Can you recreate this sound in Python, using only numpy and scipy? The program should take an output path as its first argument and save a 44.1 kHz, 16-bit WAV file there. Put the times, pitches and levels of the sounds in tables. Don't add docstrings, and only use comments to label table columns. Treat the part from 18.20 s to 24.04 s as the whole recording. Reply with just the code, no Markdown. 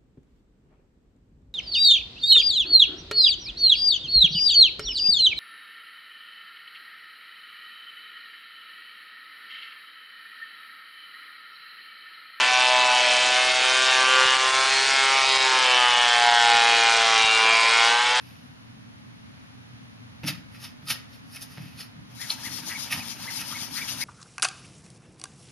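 import sys
import numpy as np
from scipy import signal
from scipy.fft import rfft, irfft, next_fast_len
from scipy.io import wavfile
from scipy.ndimage import uniform_filter1d, map_coordinates

SR = 44100
rng = np.random.default_rng(int(sys.argv[2]) if len(sys.argv) > 2 else 0)


def master(y):
    cut = np.clip(np.atleast_2d(y).T, -1, 1)
    pcm = np.round(cut * 32767)
    wavfile.write(sys.argv[1], SR, pcm.astype(np.int16))


N = 257544

# (frequency [Hz], density [dB per Hz])
RUMBLE_SPECTRUM = [(20, -29), (45, -18.5), (70, -6.5), (86, -1), (99, -1.5), (117, 7.5), (143, -1.5),
                   (200, -2), (255, 0), (300, -8.5), (370, -36), (600, -65)]
AIR_SPECTRUM = [(100, -4), (400, 0), (1000, 2), (1800, 1), (3000, -3), (5000, -8), (7000, -11),
                (10500, -13), (13500, -29)]
# (frequency [Hz], side minus mid [dB])
BACKGROUND_SPREAD = [(60, -2), (110, -7.5), (200, 2.5), (370, 6), (670, 4.5), (1230, 4), (2250, 4.5),
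                     (4110, 6.5), (7510, 3), (13700, -1.5)]
# (frequency [Hz], t60 [s])
ROOM_DECAY = [(150, 0.65), (1000, 0.52), (3500, 0.31), (7000, 0.32), (13000, 0.22)]

# (time [s], tick level
# [dB], thump level [dB], tilt of the panel's ring [dB per octave])
TAPS = [(2.034, -33, -27.5, 8.5), (2.089, -59, -33, 11), (2.622, -53.5, -41.5, -3),
        (3.373, -41.5, -34.5, -3.5), (3.425, -57, -36.5, -0.5), (3.755, -65, -41.5, -9),
        (4.385, -37, -42.5, 2), (4.735, -51, -37, 3)]
# (frequency [Hz], level [dB], t60 [s])
PANEL_MODES = [(118.5, -10, 0.4), (153, 1.5, 0.22), (177, -3.5, 0.39), (246.5, -11, 0.18), (293, -8, 0.14)]
# (frequency [Hz], density [dB per Hz])
TICK_SPECTRUM = [(40, -20), (200, -14), (520, -5.5), (760, -3.5), (1100, -5.5), (2400, -2.5), (5000, -10),
                 (7000, -27), (13000, -20)]
TILT_PIVOT_HZ = 170
THUMP_LAG_S, THUMP_ATTACK_S = 0.00495, 0.0058
TICK_T60_S = 0.04
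REBOUND_S, REBOUND_DB = 0.0076, -5

# (time [s], level [dB], width [s], top pitch [Hz], pitch scatter [share])
ZIPS = [(4.028, -37, 0.02, 2052, .06), (4.262, -35.5, 0.017, 2014, .055), (4.518, -31.5, 0.014, 2080, .11),
        (4.56, -34.5, 0.013, 2280, 0.042), (4.812, -37.5, 0.012, 2540, 0.05),
        (5.087, -31.5, 0.011, 2082, 0.033), (5.329, -37, .012, 1380, .11), (5.363, -35, .014, 2241, .033),
        (5.586, -33.5, 0.016, 1973, .14), (5.623, -32, 0.012, 2350, .03), (5.832, -30, 0.016, 2230, .12)]
# (time [s], level [dB], width [s], pitch [Hz])
SNAGS = [(2.076, -25, .003, 4990), (4.1048, -16.5, 0.0027, 4150), (4.728, -23, .007, 2600),
         (5.216, -39, .005, 2555)]
ZIP_ARCH_EXPONENT = 0.16
SNAG_SCATTER_SHARE = 0.131
GRIP_DB = 1.6
SNAP_S, SNAP_DB, SNAP_WIDTH_S, SNAP_HZ = 4.1057, -15, 0.00093, 4180

# (time [s], level [dB], length [s], fizz against swish [dB], centre [Hz])
SWIPES = [(0.09, -59, .52, -1, 3000), (2.087, -24, 0.057, -3.5, 3620), (2.359, -51.5, .13, -4.5, 2090),
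          (2.444, -39.5, 0.11, -4, 5070), (2.71, -23, 0.068, -2, 4100), (2.945, -55, 0.19, -5, 5500),
          (3.155, -48.5, 0.17, 1, 6170), (3.168, -40.5, 0.035, 2, 2840), (3.228, -39, 0.057, 3.5, 6500),
          (3.327, -52, 0.13, 1, 6150), (3.436, -52, 0.48, -4, 2200), (3.609, -40, .11, -3, 4500),
          (4.108, -35.5, 0.077, -2, 3170), (4.731, -27.5, 0.072, -0.5, 2850),
          (5.214, -34.5, 0.063, 1.5, 2500)]
# (frequency [Hz], density [dB per Hz])
SWISH_SPECTRUM = [(40, -50), (150, 5), (400, -19.5), (650, -4.5), (1000, -7), (1600, -3), (2700, -3),
                  (5200, -10), (6500, -9.5), (9000, -14), (14000, -12)]
FIZZ_SPECTRUM = [(2500, -52), (5000, 5), (7000, -7), (9000, -2.5), (11000, 2), (13500, -7.5)]
# (frequency [Hz], width [Hz], level [dB])
CLOTH_RESONANCES = [(857, 49, -4), (1220, 78, -0.5), (1390, 94, -1.5), (1800, 83, 2), (1894, 170, 0.5),
                    (2552, 108, 4), (3000, 230, -2), (3730, 110, 0), (4310, 110, -1.5), (4896, 186, 3),
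                    (5050, 260, -2.5), (5340, 120, 1)]
SWIPE_RISE_SHARE = 0.47
COLOUR_DB, COLOUR_OCTAVES = 5, 0.65
FIZZ_LEAD_S = 0.0038
SWIPE_GRAIN_DB = 1.4
SETTLE_DB, SETTLE_DELAY_S, SETTLE_RISE_S, SETTLE_FALL_S = -18, 0.016, 0.035, 0.1
SETTLE_HZ = 2400

# (time [s], level [dB])
PUSHES = [(4.02, -41), (4.248, -39), (4.49, -37), (4.78, -40.5), (5.029, -42.5), (5.295, -37),
          (5.572, -34.5), (5.818, -35)]
PUSH_RISE_S, PUSH_FALL_S, PUSH_FIZZ_DB = 0.077, 0.087, 2.5
# (time [s], level [dB])
PULLS = [(4.125, -41), (4.374, -37), (4.632, -36), (4.91, -38.5), (5.173, -35), (5.436, -36),
         (5.713, -34.5)]
PULL_RISE_S, PULL_FALL_S, PULL_FIZZ_DB = 0.17, 0.066, 0.5
# (time [s], level [dB])
STIR = [(3.9, -62.5), (4.08, -47), (4.7, -44), (4.78, -36.5), (4.84, -46), (5.33, -43.5), (5.5, -45),
        (5.84, -43.5)]
# (frequency [Hz], density [dB per Hz])
BODY_SPECTRUM = [(30, -19), (80, -5), (170, 5), (280, 7), (390, -13), (600, -7.5), (900, 1.5), (1100, -0.5),
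                 (1400, -2), (2000, -3), (3000, -2.5), (5000, -10.5), (9000, -14)]
HISS_SPECTRUM = [(100, -61), (1000, -14.5), (2200, -5), (3500, 1), (5500, 2), (7000, 0), (9000, -1),
                 (13500, -47)]

TOP_HZ, NOTCH_HZ, NOTCH_WIDTH_HZ = 13650, 7950, 820


def amp(db):
    return 10 ** (np.asarray(db) / 20)


def unit(x):
    return x / np.sqrt(np.mean(x ** 2) + 1e-20)


def clock_s():
    return np.arange(N) / SR


def along(points, hz):
    f, v = np.transpose(points)
    return np.interp(np.log(hz + 1), np.log(f + 1), v)


def wobble(rate_hz):
    knots = rng.standard_normal(int(N * rate_hz / SR) + 4)
    return map_coordinates(knots, [np.arange(N) * rate_hz / SR])


def filtered(x, response):
    m = next_fast_len(N + SR // 2)
    return irfft(rfft(x, m) * response(np.fft.rfftfreq(m, 1 / SR)), m)[..., :N]


def coloured(x, spectrum):
    return unit(filtered(x, lambda hz: amp(along(spectrum, hz))))


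def placed(x, left_db, lead_ms):
    sides = np.array([[.5], [-.5]])
    shifted = filtered(x, lambda hz: np.exp(2j * np.pi * hz * sides * lead_ms / 1000))
    return amp(left_db * sides) * shifted


def background(spectrum, mid_db):
    mid, side = coloured(rng.standard_normal((2, N)), spectrum)
    side = filtered(side, lambda hz: amp(along(BACKGROUND_SPREAD, hz)))
    return amp(mid_db) * np.array([mid + side, mid - side])


def room(x, near_db, early_db, tail_db):
    hz, t, z = signal.stft(rng.standard_normal((2, SR // 2)), SR, nperseg=256)
    decay = amp(-60 * t / along(ROOM_DECAY, hz)[:, None])
    response = signal.istft(z * decay, SR, nperseg=256)[1]
    response *= amp(tail_db) / np.linalg.norm(response[0])
    for side in response:
        delays_s = rng.uniform(.004, .026, size=8)
        side[(delays_s * SR).astype(int)] += amp(early_db) * rng.choice([-1, 1], size=8) / np.sqrt(8)
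    delays_s = rng.uniform(.002, .009, size=4)
    response[:, (delays_s * SR).astype(int)] += amp(near_db) * rng.choice([-1, 1], size=4) / 2
    return x + signal.fftconvolve(x, response, axes=1)[:, :N]


def friction(spectrum, grain_db):
    z = signal.stft(rng.standard_normal(N) * amp(grain_db * wobble(900)), nperseg=512)[2]
    field = uniform_filter1d(rng.standard_normal(z.shape), size=4, axis=0)
    field = uniform_filter1d(field, size=5, axis=1)
    slips = signal.istft(z * amp(2.6 * unit(field)), nperseg=512)[1][:N]
    return coloured(slips, spectrum)


def panel_ring(t, tilt):
    chance = rng.standard_normal((len(PANEL_MODES), 2))
    ring = np.zeros(len(t))
    for (hz, db, t60), (a, b) in zip(PANEL_MODES, chance):
        level_db = db + tilt * np.log2(hz / TILT_PIVOT_HZ) + 0.83 * a
        ring += amp(level_db - 60 * t / t60) * np.sin(2 * np.pi * hz * (1 + 0.019 * b) * t)
    return ring


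def taps():
    t = np.arange(SR // 2) / SR
    ticks, thumps = np.zeros(N + SR), np.zeros(N + SR)
    for s, tick_db, thump_db, tilt in TAPS:
        thump = panel_ring(t, tilt) * (1 - np.exp(-t / THUMP_ATTACK_S))
        thumps[round((s + THUMP_LAG_S) * SR):][:len(t)] += amp(thump_db) * thump
        for k in range(3):
            tick = amp(tick_db + k * REBOUND_DB - 60 * t / TICK_T60_S)
            ticks[round((s + k * REBOUND_S) * SR):][:len(t)] += tick
    contact = ticks[:N] * friction(TICK_SPECTRUM, grain_db=4.0)
    return placed(thumps[:N] + contact, left_db=-0.5, lead_ms=0)


def weave(pitch_hz):
    phase = 2 * np.pi * np.cumsum(pitch_hz) / SR
    return np.sin(phase) + amp(-17) * np.sin(2 * phase)


def zips():
    t, out = clock_s(), np.zeros(N)
    unevenness, grip = wobble(1300), amp(GRIP_DB * wobble(300))
    for s, db, width, top_hz, scatter in ZIPS:
        near = np.abs(t - s) < 4 * width
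        slide = np.exp(-.5 * ((t[near] - s) / width) ** 2)
        pitch_hz = top_hz * slide ** ZIP_ARCH_EXPONENT * (1 + scatter * unevenness[near])
        out[near] += amp(db) * slide * weave(pitch_hz)
    for s, db, width, hz in SNAGS:
        near = np.abs(t - s) < 6 * width
        spurt = np.exp(-np.abs(t[near] - s) / width)
        out[near] += amp(db) * spurt * weave(hz * (1 + SNAG_SCATTER_SHARE * unevenness[near]))
    snap = amp(SNAP_DB) * np.exp(-.5 * ((t - SNAP_S) / SNAP_WIDTH_S) ** 2)
    snap *= np.sin(2 * np.pi * SNAP_HZ * (t - SNAP_S))
    return placed(grip * out + snap, left_db=1.0, lead_ms=0.025)


def resonances(hz):
    return sum((-1) ** k * amp(db) * 1j * hz * w / (c * c - hz * hz + 1j * hz * w)
               for k, (c, w, db) in enumerate(CLOTH_RESONANCES))


def stroke(s, db, rise_s, fall_s):
    t = clock_s()
    away = np.maximum((s - t) / rise_s, (t - s) / fall_s)
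    return amp(db - 20 * np.minimum(away, 10) ** 1.11)


def brushed(grain, centre_hz):
    def lift(hz):
        octaves = np.log2((hz + 1) / centre_hz)
        return amp(COLOUR_DB * np.exp(-(octaves / COLOUR_OCTAVES) ** 2))
    return unit(filtered(np.roll(grain, rng.integers(N)), lift))


def swipes():
    ringing = unit(filtered(friction([(300, 0), (6000, 0)], grain_db=2.5), resonances))
    grain = amp(-1.0) * friction(SWISH_SPECTRUM, grain_db=0.0) + amp(-1) * ringing
    swish, fizz, settle = np.zeros((3, N))
    for s, db, length, fizz_db, centre_hz in SWIPES:
        rise, fall = length * SWIPE_RISE_SHARE, length * (1 - SWIPE_RISE_SHARE)
        swish += stroke(s, db, rise, fall) * brushed(grain, centre_hz)
        fizz = np.hypot(fizz, stroke(s - FIZZ_LEAD_S, db + fizz_db, rise, fall))
        rustle = stroke(s + SETTLE_DELAY_S, db + SETTLE_DB, SETTLE_RISE_S, SETTLE_FALL_S)
        settle = np.hypot(settle, rustle)
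    swish = (swish + settle * brushed(grain, SETTLE_HZ)) * amp(SWIPE_GRAIN_DB * wobble(250))
    return placed(swish + fizz * friction(FIZZ_SPECTRUM, grain_db=2.0), left_db=0.1, lead_ms=0.014)


def rubbing():
    s, stir_db = np.transpose(STIR)
    stir = amp(np.interp(clock_s(), s, stir_db, left=-120))
    body = stir * friction(BODY_SPECTRUM, grain_db=2.0)
    push = np.linalg.norm([stroke(s, db, PUSH_RISE_S, PUSH_FALL_S) for s, db in PUSHES], axis=0)
    pull = np.linalg.norm([stroke(s, db, PULL_RISE_S, PULL_FALL_S) for s, db in PULLS], axis=0)
    hiss = np.hypot(push, pull) * friction(HISS_SPECTRUM, grain_db=0.5)
    fizz = np.hypot(push * amp(PUSH_FIZZ_DB), pull * amp(PULL_FIZZ_DB))
    fizz = fizz * friction(FIZZ_SPECTRUM, grain_db=0.0)
    contact = placed(hiss, left_db=10.0, lead_ms=0.073) + placed(fizz, left_db=8.5, lead_ms=0.1355)
    pressure = amp(1.33 * wobble(70))
    return pressure * (placed(body, left_db=-0.6, lead_ms=0.012) + contact)


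def scene():
    cloth = room(swipes() + rubbing() + zips() + taps(), near_db=-12.0, early_db=-17, tail_db=-9.5)
    waver = amp(.3 * wobble(5))
    rumble = background(RUMBLE_SPECTRUM, mid_db=-51.0)
    air = background(AIR_SPECTRUM, mid_db=-58) * waver
    return cloth + rumble + air


def record(dry):
    def response(hz):
        off = (hz - NOTCH_HZ) ** 2
        return (off / (off + NOTCH_WIDTH_HZ ** 2)) ** 0.9 * (hz < TOP_HZ)
    return filtered(dry, response)


dry = scene()
out = record(dry)
master(out)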